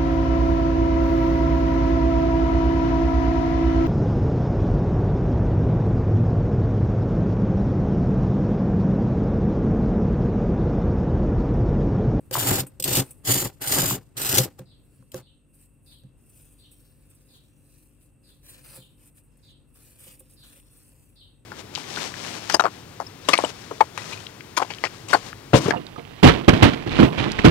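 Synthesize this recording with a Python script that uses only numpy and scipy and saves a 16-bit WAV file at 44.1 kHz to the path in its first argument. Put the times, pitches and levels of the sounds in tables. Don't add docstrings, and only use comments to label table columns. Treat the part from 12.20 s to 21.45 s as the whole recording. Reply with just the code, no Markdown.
import sys
import numpy as np
from scipy import signal
from scipy.fft import rfft, irfft, next_fast_len
from scipy.io import wavfile
from scipy.ndimage import uniform_filter1d, map_coordinates

SR = 44100
rng = np.random.default_rng(int(sys.argv[2]) if len(sys.argv) > 2 else 0)


def transcribe(u):
    v = np.clip(np.atleast_2d(u).T, -1, 1)
    q = np.round(v * 32767).astype(np.int16)
    wavfile.write(sys.argv[1], SR, q)


N = 407925

# pitch_hz, level_db
HUM_PARTIALS = [(48.6, -65.5), (97, -70.5), (145.6, -68.5), (194, -77), (243, -74.5), (291.5, -73),
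                (533, -85.5)]
# freq_hz, gain_db
ROOM_EQ = [(20, -26), (45, 0.5), (130, 1.5), (190, -9.5), (295, -7), (430, -15.5), (525, -15.5), (680, -24),
           (1240, -28), (2250, -34), (3600, -41), (5500, -45), (9000, -38), (15600, -46.5)]
# time_s, level_db
ROOM_RIDE = [(0, -52), (2.4, -56), (3.2, -61.5), (4.1, -57.5), (5.6, -59.5), (7.5, -58.5), (9.25, -58.5)]
# freq_hz, width_hz, left_db, right_db
HISS_MODES = [(2690, 70, 0.5, 0.5), (7870, 110, -4, -8), (8190, 80, -7, 6), (9100, 130, -4, -2),
              (13130, 100, -11, -18)]

# start_s, hardest_s, end_s, unevenness, powder_db, crunch_db
SOFT_SCOOPS = [(0, .06, .08, 0.8, -64, -75), (.81, .83, .91, 0.46, -52.5, -68),
               (2.6, 2.77, 2.92, 1.08, -68, -75), (3.34, 3.44, 3.47, .8, -59.5, -73),
               (3.66, 3.73, 3.77, 0.81, -60, -71.5), (4.06, 4.19, 4.44, 1.26, -56, -72),
               (4.5, 4.53, 4.88, 1.2, -62.5, -79), (4.87, 4.91, 4.99, 1.4, -63.5, -72),
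               (5.06, 5.15, 5.19, 0.57, -65, -71), (5.39, 5.55, 5.77, 1.7, -60, -72),
               (5.8, 5.82, 5.88, 0.98, -62.5, -73.5), (6.03, 6.09, 6.2, 1.14, -61.5, -72.5),
               (6.25, 6.3, 6.42, 1.76, -51, -60), (6.45, 6.57, 6.595, 1.3, -48, -59),
               (6.79, 6.88, 6.9, 0.47, -62, -71), (6.96, 6.98, 7.01, 1.1, -57.5, -70),
               (7.56, 7.66, 7.78, 0.46, -57.5, -68.5), (7.79, 7.85, 7.95, 0.93, -48, -63),
               (8.09, 8.11, 8.14, 0.47, -60, -71), (8.24, 8.27, 8.4, 0.3, -56.5, -66),
               (8.51, 8.54, 8.91, 0.87, -59, -71.5)]
LIGHT_DRAGS = [(3.987, 4.595, 5.9, 0.7, -69, -74), (7.08, 7.304, 7.33, 1.3, -73, -73),
               (7.5, 8.296, 9.06, 1.25, -64, -73)]
# attack_s, build_db, ease_db, release_s, drop_db
POWDER_ENVELOPE = (.13, 6.4, 9.8, 0.19, 17)
CRUNCH_ENVELOPE = (0.12, 3.7, 3.7, 0.016, 8.95)
# freq_hz, width_hz, left_db, right_db
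SPOON_MODES = [(2590, 170, -6.5, -9.5), (7860, 200, -1.5, -3.5), (8150, 130, 4, 2.5), (9050, 960, -2.5, -1),
               (11450, 2500, -11, -11.5), (13250, 150, -6, -9.5), (14500, 250, -6.5, -9.5)]
# freq_hz, width_hz, left_db, right_db
HOLLOW_MODES = [(129, 33, 20, 9), (292, 38, 8, 6), (513.5, 23, -1, 16.5), (1720, 240, 2.5, -5.5),
                (2395, 67, 9, -6), (3000, 63, -36, -13), (4300, 610, -34, -11.5)]
# freq_hz, gain_db
CRUNCH_EQ = [(150, -22), (400, 5), (700, -5.5), (1250, 0), (2000, -2.5), (2600, 1), (3600, -2.5),
             (4600, -1), (6200, -1.5), (13000, -2), (15700, -2), (18000, -33.5)]

# start_s, hardest_s, lift_s, unevenness, grit_db, rasp_db, boom_db
HARD_STROKES = [(0.127, 0.305, 0.41, .9, -21.5, -26.5, -25.5), (0.646, 0.76, 0.81, .7, -21, -34.5, -24.5),
                (1.05, 1.095, 1.263, 1.72, -17, -27.5, -25.5),
                (1.415, 1.585, 1.75, 0.96, -20.5, -27, -27.5), (1.974, 2.15, 2.244, .9, -21.5, -27, -28),
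                (2.384, 2.392, 2.394, 1.7, -42, -45, -39), (2.93, 2.969, 2.998, 1.05, -47, -48, -44.5)]
# attack_s, build_db, ease_db, release_s, drop_db
GRIT_ENVELOPE = (0.015, 10, 8, .046, 35)
RASP_ENVELOPE = (0.03, 9.5, 11, 0.025, 65)
BOOM_ENVELOPE = (0.035, 15, 3.5, .08, 31)
# freq_hz, left_db, right_db
GRIT_EQ = [(900, -30, -30), (2100, -14, -14), (2900, -8, -9), (4400, -8, -5), (6300, -9, -9),
           (7250, -3, -5), (8400, -9, -2), (9200, -6, -4), (10200, -12, -10), (11800, -11, -9),
           (13200, -3, -7), (14300, -4, -6), (15500, -11, -12), (18000, -35, -35)]
# freq_hz, gain_db
RASP_EQ = [(250, -11), (400, -0.5), (550, -5), (800, 1.5), (1050, -7.5), (1400, -1.5), (1900, -9.5),
           (3200, -19), (8000, -59.5)]
# freq_hz, width_hz, left_db, right_db
EDGE_MODES = [(2079, 170, -3, -8.5), (2980, 23, -3.5, -3.5)]
# freq_hz, width_hz, left_db, right_db
WALL_MODES = [(58.3, 40, -12, -25), (123.6, 17, 5.5, 3), (177, 41, -9, -8), (273, 24, -1.5, -6),
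              (342.6, 54, -6.5, -18.5), (501, 10, -52.5, -4.5), (767, 18, -54.5, -8)]

# start_s, level_db
ICE_SNAPS = [(0.11, -20), (0.1393, -7.5), (0.323, -14.5), (0.4033, -11), (0.5988, -13), (0.6235, -13.5),
             (0.6395, -3.5), (0.769, -3), (1.5224, -4.5), (1.5839, -4.5), (1.968, -16.5), (2.016, -10.5),
             (2.151, -9), (2.1722, -3.5), (2.1804, -2), (2.1829, 6), (2.9173, -30)]
# start_s, thump_db, clack_db
WALL_BUMPS = [(.112, -33, -28), (0.301, -11.5, -32), (.41, -21.5, -39), (0.598, -30, -33),
              (0.768, -14.5, -24.5), (1.578, -13, -27), (1.705, -15.5, -39), (2.187, -12.5, -16),
              (2.394, -27.5, -35), (2.79, -36.5, -69), (2.824, -48.5, -57.5), (2.944, -31, -24.5),
              (3.836, -34.5, -55), (6.575, -36, -44), (7.87, -47.5, -47), (8.007, -56.5, -48)]
# pitch_hz, level_db, t60_s
THUMP_MODES = [(130, 0, 0.14), (187, -6, 0.14), (259, -8.5, 0.088)]
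CLACK_MODES = [(368, -6, 0.12), (521, -1.5, 0.11), (790, -14.5, .06), (1094, -14.5, 0.036),
               (1580, -12, 0.027), (2632, -27, .06), (3340, -22.5, 0.013)]
# start_s, level_db, base_pitch_hz
FROST_SQUEAKS = [(.154, -14, 1200), (0.168, -22, 1080), (.171, -23.5, 1050), (.178, -20, 1010),
                 (.186, -23, 920), (.21, -26.5, 1240), (1.709, -20, 1162), (2.826, -54, 1400)]
# start_s, level_db
CRUMB_FLICKS = [(.466, -35.5), (0.907, -40), (4.513, -54.5), (4.901, -54), (4.948, -57), (6.856, -52),
                (7.033, -62), (7.17, -60), (7.992, -43), (8.132, -60)]
# start_s, level_db, base_pitch_hz
BIRD_CALLS = [(2.455, -53.5, 4537), (3.013, -53.5, 4210), (3.66, -47.5, 4540), (4.384, -50.5, 4310),
              (5.085, -51, 4500), (6.033, -54.5, 4660), (6.56, -49, 4224), (7.226, -49.5, 4480),
              (8.167, -47.5, 4558), (8.956, -46, 4383)]
# time_s, pitch_ratio, gain_db
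CALL_CONTOUR = [(0, 0.99, -1), (.016, 0.91, -0.5), (.04, .93, -3), (0.06, .8, 6.5), (.08, .74, -8.5),
                (0.099, 0.96, -23)]


def amp(db):
    return 10 ** (np.asarray(db) / 20)


def unit(x):
    return x / np.sqrt(np.mean(x ** 2) + 1e-20)


def wobble(rate_hz):
    points = rng.standard_normal(int(N * rate_hz / SR) + 4)
    return map_coordinates(points, [np.arange(N) * rate_hz / SR])


def add(track, start_s, sound):
    part = track[..., max(round(start_s * SR), 0):][..., :sound.shape[-1]]
    part += sound[..., :part.shape[-1]]


def filtered(x, response):
    size = 2 * next_fast_len((N + SR // 2) // 2)
    return irfft(rfft(x, size) * response(np.fft.rfftfreq(size, 1 / SR)), size)[..., :N]


def equalise(x, eq):
    freq_hz, gain_db = np.transpose(eq)
    def response(hz):
        gain = unit(amp(np.interp(np.log(hz + 1), np.log(freq_hz), gain_db)))
        cepstrum = irfft(np.log(gain))
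        half = len(cepstrum) // 2
        cepstrum[1:half] *= 2
        cepstrum[half + 1:] = 0
        return np.exp(rfft(cepstrum))
    return filtered(x, response)


def resonate(x, modes, weight=1):
    def response(hz):
        total = 0
        for k, (centre_hz, width_hz, left_db, right_db) in enumerate(modes):
            peak = 1j * hz * width_hz / (centre_hz ** 2 - hz ** 2 + 1j * hz * width_hz)
            total += weight ** k * amp([[left_db], [right_db]]) * peak
        return total
    return unit(filtered(x, response))


def fractures(per_s, spread_db, clump_db, clump_hz):
    breaks = rng.random(N) < per_s / SR
    polarity = np.sign(rng.standard_normal(N))
    sizes = amp(spread_db * np.clip(rng.standard_normal(N), -2, 2))
    clumps = amp(clump_db * np.tanh(wobble(clump_hz)))
    return unit(breaks * polarity * sizes * clumps)


def efforts(moves, envelopes, fade_db_per_s):
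    t = np.arange(N) / SR
    levels_db = np.full((len(envelopes), N), -120.)
    for start, hardest, end, unevenness, *peaks_db in moves:
        for k, (attack_s, build_db, ease_db, release_s, drop_db) in enumerate(envelopes):
            times = np.sort([start - attack_s, start, hardest, end, end + release_s, end + release_s + 1])
            first_db, last_db, gone_db = unevenness * build_db, unevenness * ease_db, ease_db + drop_db
            below_db = [first_db + 40, first_db, 0, last_db, gone_db, gone_db + fade_db_per_s]
            span = slice(*np.searchsorted(t, [times[0], times[-1]]))
            move_db = peaks_db[k] - np.interp(t[span], times, below_db)
            levels_db[k, span] = np.maximum(levels_db[k, span], move_db)
    return levels_db


def reverb(x, t60_s, samples):
    tail = rng.standard_normal((2, samples)) * amp(-60 * np.arange(samples) / SR / t60_s)
    tail /= np.linalg.norm(tail, axis=1, keepdims=True)
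    return signal.fftconvolve(np.atleast_2d(x), tail, axes=1)


def compartment(x, near_db, near_t60_s, far_db, far_t60_s):
    x = x * np.ones((2, 1))
    near, hop = np.zeros((2, N)), N // 64
    padded = np.pad(x, ((0, 0), (0, 2 * hop)))
    fade = np.sin(np.linspace(0, np.pi, 2 * hop))
    for start in range(0, N, hop):
        piece = padded[:, start:start + 2 * hop] * fade
        add(near, start / SR, reverb(piece, near_t60_s, samples=2048))
    far = reverb(x, far_t60_s, samples=8192)[:, :N]
    mix = x + amp(near_db) * near + amp(far_db) * far
    return mix / np.sqrt(1 + amp(near_db) ** 2 + amp(far_db) ** 2)


def refrigerator():
    t = np.arange(N) / SR
    hum = np.zeros(N)
    for hz, db in HUM_PARTIALS:
        gain = np.sqrt(2) * amp(db + .53 * wobble(3))
        hum += gain * np.sin(2 * np.pi * hz * t + .26 * wobble(4.3))
    room_noise = rng.standard_normal(N) + rng.standard_normal((2, N))
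    room_db = np.interp(t, *np.transpose(ROOM_RIDE))
    rumble = amp(room_db - 1) * unit(equalise(room_noise, ROOM_EQ))
    hiss_noise = rng.standard_normal(N) + .6 * rng.standard_normal((2, N))
    hiss = amp(-75.5) * resonate(hiss_noise, HISS_MODES, weight=-1)
    lean_left = amp([[1.3], [-1.3]])
    return lean_left * (hum + rumble) + hiss


def digging():
    moves = SOFT_SCOOPS + LIGHT_DRAGS
    powder_db, crunch_db = efforts(moves, [POWDER_ENVELOPE, CRUNCH_ENVELOPE], fade_db_per_s=45)
    rubbing = fractures(per_s=3500, spread_db=4.5, clump_db=3.2, clump_hz=50)
    powder = (amp(powder_db - .5) + flick_gain()) * resonate(rubbing, SPOON_MODES, weight=-1.19)
    pressure = amp(crunch_db) / (1 + amp(-75 - crunch_db) ** 3)
    crushing = fractures(per_s=3000, spread_db=4, clump_db=3, clump_hz=80)
    crunch = equalise(amp(9) * pressure * crushing, CRUNCH_EQ)
    pressing = fractures(per_s=2300, spread_db=2.5, clump_db=3, clump_hz=43)
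    hollow = amp(3.5) * pressure * resonate(pressing, HOLLOW_MODES)
    powder = compartment(powder, near_db=-8, near_t60_s=.005, far_db=-12, far_t60_s=.06)
    crunch = compartment(crunch, near_db=9.5, near_t60_s=.0085, far_db=-2, far_t60_s=.047)
    return powder + amp([[1], [-1]]) * crunch + hollow


def scraping():
    envelopes = [GRIT_ENVELOPE, RASP_ENVELOPE, BOOM_ENVELOPE]
    grit_db, rasp_db, boom_db = efforts(HARD_STROKES, envelopes, fade_db_per_s=100)
    breaking = fractures(per_s=7500, spread_db=1.5, clump_db=4, clump_hz=140)
    radiated = unit(breaking * (1 + .8 * rng.standard_normal((2, N))))
    grit = ice_colour(amp(grit_db) * radiated)
    grit = compartment(grit, near_db=-6, near_t60_s=.012, far_db=-15, far_t60_s=.05)
    edge = amp(grit_db - 21.5) * resonate(breaking, EDGE_MODES)
    lumps = np.array([fractures(per_s=1800, spread_db=2, clump_db=3, clump_hz=120) for _ in range(2)])
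    rasp = equalise(amp(rasp_db - 3.5) * lumps, RASP_EQ)
    judder = fractures(per_s=1200, spread_db=0, clump_db=6, clump_hz=80)
    boom = amp(boom_db) * resonate(judder, WALL_MODES)
    rasp = compartment(rasp, near_db=-2, near_t60_s=.02, far_db=-7, far_t60_s=.06)
    return grit + edge + boom + rasp


def ice_colour(x, lag_s=.00038, sway_s=.00004):
    hz, left_db, right_db = np.transpose(GRIT_EQ)
    left, right = x * np.ones((2, 1))
    left = equalise(left, np.c_[hz, left_db])
    right = equalise(right, np.c_[hz, right_db])
    delay_s = lag_s + sway_s * wobble(6.5)
    return np.array([left, map_coordinates(right, [np.arange(N) - SR * delay_s], order=5)])


def snaps(attack_s=.0008, t60_s=.035):
    cracks, t = np.zeros(N), np.arange(SR // 16) / SR
    for start_s, db in ICE_SNAPS:
        envelope = amp(db - 9 - 60 * t / t60_s) * (1 - np.exp(-t / attack_s))
        add(cracks, start_s, envelope * rng.standard_normal(len(t)))
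    return compartment(ice_colour(cracks), near_db=-5, near_t60_s=.005, far_db=-14, far_t60_s=.05)


def bumps(tick_t60_s=.01, thump_attack_s=.011):
    out, t = np.zeros((2, N)), np.arange(SR // 3) / SR
    for start_s, thump_db, clack_db in WALL_BUMPS:
        tick = amp(-3.5 - 60 * t / tick_t60_s) * rng.standard_normal((2, len(t)))
        thump = ring(THUMP_MODES, t) * (1 - np.exp(-t / thump_attack_s))
        clack = amp([[-4], [0]]) * ring(CLACK_MODES, t)
        add(out, start_s, amp(thump_db) * thump + amp(clack_db) * (clack + tick))
    return out


def ring(modes, t):
    return sum(amp(db + rng.normal(0, 1, (2, 1)) - 60 * t / t60_s) * np.sin(2 * np.pi * hz * t)
               for hz, db, t60_s in modes)


def squeaks():
    out, t = np.zeros(N), np.arange(SR // 50) / SR
    swell = t / .00094 * np.exp(1 - t / .001)
    for start_s, db, hz in FROST_SQUEAKS:
        cycles = hz * t * (1.1 - t / .014)
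        add(out, start_s, amp(db) * swell * np.sin(2 * np.pi * cycles))
    return compartment(out, near_db=-4, near_t60_s=.0074, far_db=-15, far_t60_s=.038)


def flick_gain(attack_s=.0019, t60_s=.067):
    gain, t = np.zeros(N), np.arange(SR // 10) / SR
    for start_s, db in CRUMB_FLICKS:
        add(gain, start_s, amp(db - 60 * t / t60_s) * (1 - np.exp(-t / attack_s)))
    return gain


def bird():
    out, t = np.zeros((2, N)), np.arange(SR // 9) / SR
    time_s, pitch_ratio, gain_db = np.transpose(CALL_CONTOUR)
    for start_s, db, hz in BIRD_CALLS:
        jitter = unit(uniform_filter1d(rng.standard_normal(len(t)), size=150))
        trill_hz = 230 * (1 + .3 * jitter)
        trill = np.sin(2 * np.pi * np.cumsum(trill_hz) / SR)
        pitch_hz = hz * np.interp(t, time_s, pitch_ratio) * (1 + .14 * trill)
        envelope = amp(db - 6 + np.interp(t, time_s, gain_db))
        call = envelope * np.sin(2 * np.pi * np.cumsum(pitch_hz) / SR)
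        add(out, start_s, reverb(call, t60_s=.38, samples=22050))
    return out


def scene():
    return refrigerator() + digging() + scraping() + snaps() + bumps() + squeaks() + bird()


def record(dry):
    ceiling, cutoff_hz, transition_hz = .9, 15800, 150
    rounded = dry / (1 + np.abs(dry / ceiling) ** 6) ** (1 / 6)
    return filtered(rounded, lambda hz: np.clip((cutoff_hz - hz) / transition_hz + .5, 0, 1))


dry = scene()
out = record(dry)
transcribe(out)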